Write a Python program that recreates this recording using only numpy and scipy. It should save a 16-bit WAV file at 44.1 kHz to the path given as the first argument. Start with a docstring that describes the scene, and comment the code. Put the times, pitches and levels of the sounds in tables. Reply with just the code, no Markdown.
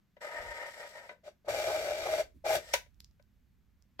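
"""A soft knock and a dry scrape: the plastic head of a rotary paper trimmer slides along its rail.
Stick-slip friction rings the hollow head. Then the wheel bites into card, and snapping fibres
rasp and drive the resonances of the base board. The head strikes the end stop, the hand lets go
with a few light ticks, and a last dull knock falls on the desk, close by in a small, quiet room."""
import sys
import numpy as np
from scipy import signal
from scipy.fft import rfft, irfft
from scipy.io import wavfile
from scipy.ndimage import uniform_filter1d

SR = 44100
rng = np.random.default_rng(int(sys.argv[2]) if len(sys.argv) > 2 else 0)


def file_out(sig):
    """Save sig as 16-bit WAV at sys.argv[1]."""
    # one column per channel
    cols = np.atleast_2d(sig).T
    # limit, then scale
    lim = np.clip(cols, -1, 1)
    pcm = np.round(lim * 32767).astype(np.int16)
    wavfile.write(sys.argv[1], SR, pcm)


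N = 176400
T = np.arange(N) / SR
FREQ = np.maximum(np.arange(N // 2 + 1) * SR / N, 1)
SIDES = np.array([[1], [-1]])  # left, right

# Spectral envelopes of the air, the desk and each contact: frequency_hz, gain_db
AIR_COLOUR = [(25, -8), (60, -3), (110, -6.5), (200, -2), (290, -15), (480, -23.5), (900, -27),
              (1700, -25.5), (3000, -30.5), (7000, -37), (10000, -47), (13000, -32.5), (15500, -44)]
DESK_COLOUR = [(20, -17.5), (50, -3), (70, -4.5), (120, -17), (250, -26), (600, -56.5)]
THUD_COLOUR = [(40, -16), (130, -7), (290, 0), (420, -12), (700, -40)]
FINGER_COLOUR = [(300, -27), (1500, -16), (3000, -7), (5200, 4), (7500, -7), (10000, -18), (13000, -11),
                 (15500, -24)]
FRAME_COLOUR = [(60, -34.5), (200, -24), (330, -9), (520, 4), (780, -5), (1120, -4), (2400, 5), (4500, 1),
                (6300, -1.5), (8500, -8), (12000, -6), (15500, -7)]
HEAD_COLOUR = [(100, -36.5), (290, -11.5), (480, -1.5), (650, 1.5), (1080, -9.5), (1900, 6.5), (2500, -4),
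               (4000, -12), (7500, -20.5), (10000, -26), (12000, -23), (15500, -30.5)]
BOARD_COLOUR = [(30, -14.5), (65, -3), (120, -1), (190, -16), (290, -10), (400, -2), (600, 7.5),
                (950, -3.5), (1500, -2), (3500, -1), (7500, -6.5), (9700, -16), (12000, -12.5),
                (15500, -20)]
# Modes of the frame, head and base board: frequency_hz, bandwidth_hz, lift_db, left_minus_right_db
FRAME_RESONANCES = [(275, 35, 3.5, -3.5), (445, 35, 5, -1), (589, 72, 11.5, 6.5), (710, 19, 10.5, -2),
                    (973, 30, 13, 8), (1520, 50, 10, 6.5), (1670, 40, 9, 0), (1830, 40, 6.5, 0.5),
                    (2020, 45, 11, 3.5), (2260, 130, 3.5, -3), (2640, 60, 3, -4.5), (3760, 35, 9.5, -1.5),
                    (5700, 80, 4, -3.5), (6400, 90, 5, -8)]
HEAD_RESONANCES = [(505, 21, 10, -1.5), (584, 80, 16, -2.5), (685, 30, 9.5, -1.5), (830, 40, 10.5, 2.5),
                   (943.6, 33, 21.5, -1.5), (1256, 67, 13.5, 0.5), (1559, 32, 10.5, 0.5), (1826, 22, 14, 4),
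                   (2055, 110, 7.5, 1), (3640, 90, -0.5, -1), (5500, 68, 4, -3), (5150, 670, 2, -1.5),
                   (7750, 660, 6.5, -4)]
BOARD_RESONANCES = [(350, 26, 13, 4.5), (435, 24, 7, -1), (560, 50, 5.5, 1.5), (630, 38, 20, -4),
                    (822, 22, 13, -4), (1262, 50, 6, 0.5), (1550, 52, 13.5, -3), (1668, 50, 8, 0),
                    (1830, 35, 0, -1.5), (2085, 75, 14, -1), (2345, 80, 10, 7), (2735, 23, 4, 12),
                    (3420, 38, 3.5, 13), (3755, 48, 7, 5), (4495, 46, 13.5, -6), (5220, 43, 2, -5.5),
                    (5620, 92, 6, -4.5), (6010, 170, -1, 11.5), (7400, 250, -1, 4)]
# The hand bumps the desk: centre_s, half_length_s, level_db
HAND_BUMPS = [(2.365, .022, -63), (3.998, .004, -45)]
# The fingers leave the head: start_s, level_db
FINGER_TICKS = [(2.945, -80), (3.0045, -54), (3.0455, -58), (3.112, -80), (3.226, -76), (3.824, -72)]
# Knocks on the trimmer's head and frame, then a last dull knock on the desk:
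# start_s, level_db, rolloff_hz, rattle_s
KNOCK_EVENTS = [(.168, -55, 1200, .009), (1.094, -42, 1500, .009), (1.112, -49, 1000, .025),
                (2.69, -55, 6000, .005), (2.739, -22, 20000, .0045), (2.748, -32, 18000, .017),
                (2.862, -67, 2000, .008), (3.198, -63, 1800, .003), (3.995, -37, 1800, .004)]
# How hard the head bears on the rail: time_s, relative_level_db
RAIL_PRESSURE = [(0.22, -46), (0.404, -40), (0.428, -45), (0.566, -45), (0.648, -40), (0.676, -52),
                 (0.684, -45), (0.732, -57), (0.738, -52), (0.854, -45), (0.892, -60), (0.96, -50),
                 (1.064, -54), (1.085, -61)]
# Two tries and two full cuts: start_s, end_s, relative_force_db, rasp_db, rise_db_per_s
WHEEL_PUSHES = [(1.234, 1.279, -57.5, -64, 220), (1.448, 1.462, -52, -62, 0), (1.478, 2.208, -32, -40.8, 0),
                (2.443, 2.561, -33.5, -42, 75)]
# The wheel catches on tough spots in the card: centre_s, relative_level_db, half_length_s
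WHEEL_CATCHES = [(1.279, -42.5, .008), (1.491, -29.5, .011), (1.545, -31.5, .006), (1.695, -28.5, .024),
                 (1.758, -29.5, .012), (1.88, -33, .012), (1.917, -30.5, .008), (2.068, -27, .007),
                 (2.089, -29, .01), (2.138, -27, .011), (2.198, -29.5, .014), (2.463, -25, .006),
                 (2.509, -22, .009), (2.545, -28, .012)]


def undb(db):
    """Amplitude grows tenfold for every 20 dB."""
    return 10 ** (np.asarray(db) / 20)


def unit(x):
    """Division by the rms gives a signal or spectrum unit mean power."""
    return x / np.sqrt(np.mean(np.abs(x) ** 2))


def below(hz):
    """A crossover passes this share of each frequency to its low side."""
    return 1 / (1 + (FREQ / hz) ** 6)


def stroke(start, end, attack_s, release_db_per_s, rise_db_per_s=0):
    """A driven vibration builds, holds or grows, then decays exponentially."""
    held = np.clip(T, start, end)
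    attack = np.clip((T - start) / attack_s + .5, 0, 1)
    return attack * undb(rise_db_per_s * (held - start) - release_db_per_s * np.maximum(T - end, 0))


def swell(centre_s, half_s):
    """A Gaussian pulse rises smoothly to 1 and falls again."""
    return np.exp(-np.minimum(((T - centre_s) / half_s) ** 2, 50))


def wander(shape, span):
    """Averaging noise over a span of points leaves its slow fluctuations."""
    return unit(uniform_filter1d(uniform_filter1d(rng.standard_normal(shape), span), span))


def body(colour, modes=()):
    """Modes add Lorentzian peaks to a broad spectrum; minimum phase makes their ringing causal."""
    hz, db = np.transpose(colour)
    peaks = sum(undb(lift + SIDES * pan / 2) ** 2 / (1 + (2 * (FREQ - centre) / width) ** 2)
                for centre, width, lift, pan in modes)
    magnitude = undb(np.interp(np.log(FREQ), np.log(hz), db)) * np.sqrt(np.ones((2, 1)) + peaks)
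    cepstrum = irfft(np.log(magnitude))
    cepstrum[:, 1:N // 2] *= 2
    cepstrum[:, N // 2 + 1:] = 0
    return np.exp(rfft(cepstrum))


def ring(force, response):
    """A linear system convolves its input with its impulse response."""
    lead = N // 400  # crossovers spread slightly ahead of the impulse
    impulse = np.roll(irfft(response), lead, axis=1)[:, :N // 10]
    return signal.fftconvolve(force, impulse, axes=1)[:, lead:lead + N]


def grains(per_s, spread_db, apart, flutter_hz, flutter_db):
    """Shot noise: tiny uneven impulses flutter in level and radiate differently to each side."""
    size = undb(spread_db * np.minimum(rng.exponential(size=N), 4))
    shared, own = rng.standard_normal(N), rng.standard_normal((2, N))
    impulses = (shared + apart * own) * size * (rng.random(N) < per_s / SR)
    return impulses * undb(flutter_db * wander(N, int(SR / flutter_hz)))


def blow(start_s, db, rattle_s, response, rattle=.25):
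    """An impulse and a brief rattle excite free vibration; the level is its energy spread over 10 ms."""
    size = N // 20
    noise = unit(rng.standard_normal(size) + rng.standard_normal((2, size)) / 2)
    force = rattle * noise * np.exp(-T[:size] / rattle_s)
    force[:, 0] += 1
    hit = ring(force, response)
    rms = np.sqrt(np.mean(np.sum(hit ** 2, axis=1)) / (.01 * SR))
    return np.pad(undb(db) * hit / rms, ((0, 0), (int(start_s * SR), N)))[:, :N]


def coloured_noise(colour, side_db=-7):
    """Filtered white noise takes on the spectrum of its filter."""
    white = rng.standard_normal(N) + SIDES * undb(side_db) * rng.standard_normal(N)
    return unit(irfft(rfft(white) * body(colour)))


def background(air_db=-73, rest_db=-81, pan_db=-5):
    """Under steady room noise, the hand and wheel force the desk into low vibration."""
    air, desk, thud = map(coloured_noise, (AIR_COLOUR, DESK_COLOUR, THUD_COLOUR))
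    shudder = undb(-57) * stroke(.37, .49, attack_s=.03, release_db_per_s=150)  # the hand leans
    tremble = undb(-64) * stroke(1.48, 2.8, attack_s=.05, release_db_per_s=9)  # the wheel is worked
    rumble = (undb(rest_db) + shudder + tremble) * desk * undb(SIDES * pan_db / 2)
    bumps = sum(undb(db) * swell(s, half) for s, half, db in HAND_BUMPS) * thud
    return undb(air_db) * air + bumps + rumble


def room(x, wet_db=-11, lag_s=.0001, scatter_rad=2, treble_pan_db=2.3, bass_pan_db=3.4):
    """Direct sound reaches the two sides with its own phase and level; reflections add a short tail."""
    low, middle = below(920), x.mean(axis=0)
    x = middle + irfft(rfft(x - middle) * (1 - low))  # only the treble stays wide
    # each small treble resonance differs in phase and strength between the sides
    twist, *ripple = wander((3, len(FREQ)), span=700)
    phase = 2 * np.pi * lag_s * FREQ + scatter_rad * (1 - below(1100)) * twist
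    direct = np.exp(.5j * SIDES * phase) * undb(1.6 * (1 - below(3000)) * np.array(ripple))
    walls = rng.standard_normal((2, N)) * (T > .005)
    bass_tail, treble_tail = (unit(rfft(walls * undb(-60 * T / t60_s))) for t60_s in (.2, .19))
    tail = low / 2 * bass_tail + (1 - low) * treble_tail
    balance = undb(SIDES * (low * bass_pan_db + (1 - low) * treble_pan_db) / 2)
    return ring(x, balance * (direct + undb(wet_db) * tail))


def ticks(rattle_s=.00033):
    """Brief contacts have broad spectra: the fingers click brightly off the head."""
    response = body(FINGER_COLOUR)
    return sum(blow(s, db, rattle_s, response, rattle=.2) for s, db in FINGER_TICKS)


def knocks():
    """Knocks on the head and frame, and a last on the desk, excite modes; a softer contact is duller."""
    frame = body(FRAME_COLOUR, FRAME_RESONANCES)
    return sum(blow(s, db, rattle_s, frame / (1 + 1j * FREQ / rolloff_hz) ** 2)
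               for s, db, rolloff_hz, rattle_s in KNOCK_EVENTS)


def slide(scrape_gain_db=1, slows_s=.8, slowing_db_per_s=30):
    """Stick-slip friction on the rail rings the hollow head; a fine hiss fades as the hand slows."""
    slips = grains(per_s=9000, spread_db=-.5, apart=.7, flutter_hz=110, flutter_db=1.5)
    head, low = body(HEAD_COLOUR, HEAD_RESONANCES), below(3300)
    # the head runs up to the card; past it, it gathers speed towards the end stop
    run = stroke(.212, 1.11, attack_s=.012, release_db_per_s=420)
    coast = stroke(2.57, 2.738, attack_s=.012, release_db_per_s=420, rise_db_per_s=35)
    pressure = undb(np.interp(T, *np.transpose(RAIL_PRESSURE)))
    scrape_gain = undb(scrape_gain_db) * (run * pressure + coast * undb(-62))
    hiss_gain = run * undb(-57 - slowing_db_per_s * np.maximum(T - slows_s, 0)) + coast * undb(-61.5)
    return scrape_gain * unit(ring(slips, head * low)) + hiss_gain * unit(ring(slips, head * (1 - low)))


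def wheel_force(attack_s, release_db_per_s):
    """Superposition: the envelopes of the separate pushes add up to one drive on the board."""
    return sum(undb(db) * stroke(start, end, attack_s, release_db_per_s, rise)
               for start, end, db, _, rise in WHEEL_PUSHES)


def chatter(snaps, response, effort, board_db=-3, bass_db=1):
    """Forced vibration: the wheel drives the board, whose lowest modes build and fade more slowly."""
    drone = ring(snaps, response)
    power = np.maximum(uniform_filter1d(np.mean(drone ** 2, axis=0), size=400), 1e-12)
    drone = unit(drone / power ** .2)  # friction limits the swing
    bass = irfft(rfft(drone) * below(470))
    force = effort * undb(board_db) * wheel_force(attack_s=.004, release_db_per_s=620)
    bass_force = effort * undb(board_db + bass_db) * wheel_force(attack_s=.012, release_db_per_s=270)
    # a catch pumps the main resonance, not the lowest ones
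    catch_power = sum(undb(db) ** 2 * swell(s, half) for s, db, half in WHEEL_CATCHES)
    return np.sqrt(force ** 2 + catch_power) * (drone - bass) + bass_force * bass


def cut(attack_s=.014, release_db_per_s=500, sizzle_db=-7):
    """Fracture: fibres snap under the wheel, rasping in the treble while the board chatters below."""
    snaps = grains(per_s=12000, spread_db=3.5, apart=.76, flutter_hz=330, flutter_db=.5)
    board, low = body(BOARD_COLOUR, BOARD_RESONANCES), below(1200)
    effort = undb(-3.5 * swell(1.95, half_s=.11))  # the hand eases off during the long cut
    # the rasp builds as the wheel sinks in
    rasp_gain = effort * sum(undb(db) * stroke(start + attack_s / 2, end, attack_s, release_db_per_s, rise)
                             for start, end, _, db, rise in WHEEL_PUSHES)
    rasp = rasp_gain * unit(ring(snaps, board * (1 - low)))
    # a harder cut is also a brighter one
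    sizzle_gain = undb(sizzle_db) * rasp_gain.max() * (rasp_gain / rasp_gain.max()) ** 3
    sizzle = sizzle_gain * unit(ring(snaps, board * (1 - below(9200))))
    return chatter(snaps, board * low, effort) + rasp + sizzle


def scene():
    """Sound pressures add in the room; the ticks come from one small spot and stay sharp."""
    trimmer = room(slide() + cut() + knocks())
    fingers = room(ticks(), wet_db=-12, lag_s=0, scatter_rad=1, treble_pan_db=0)
    return trimmer + fingers + background()


def record(dry, top_hz=15800):
    """A steep elliptic low-pass filter limits the bandwidth."""
    return signal.sosfilt(signal.ellip(10, .2, 80, top_hz, fs=SR, output="sos"), dry)


dry = scene()
out = record(dry)
file_out(out)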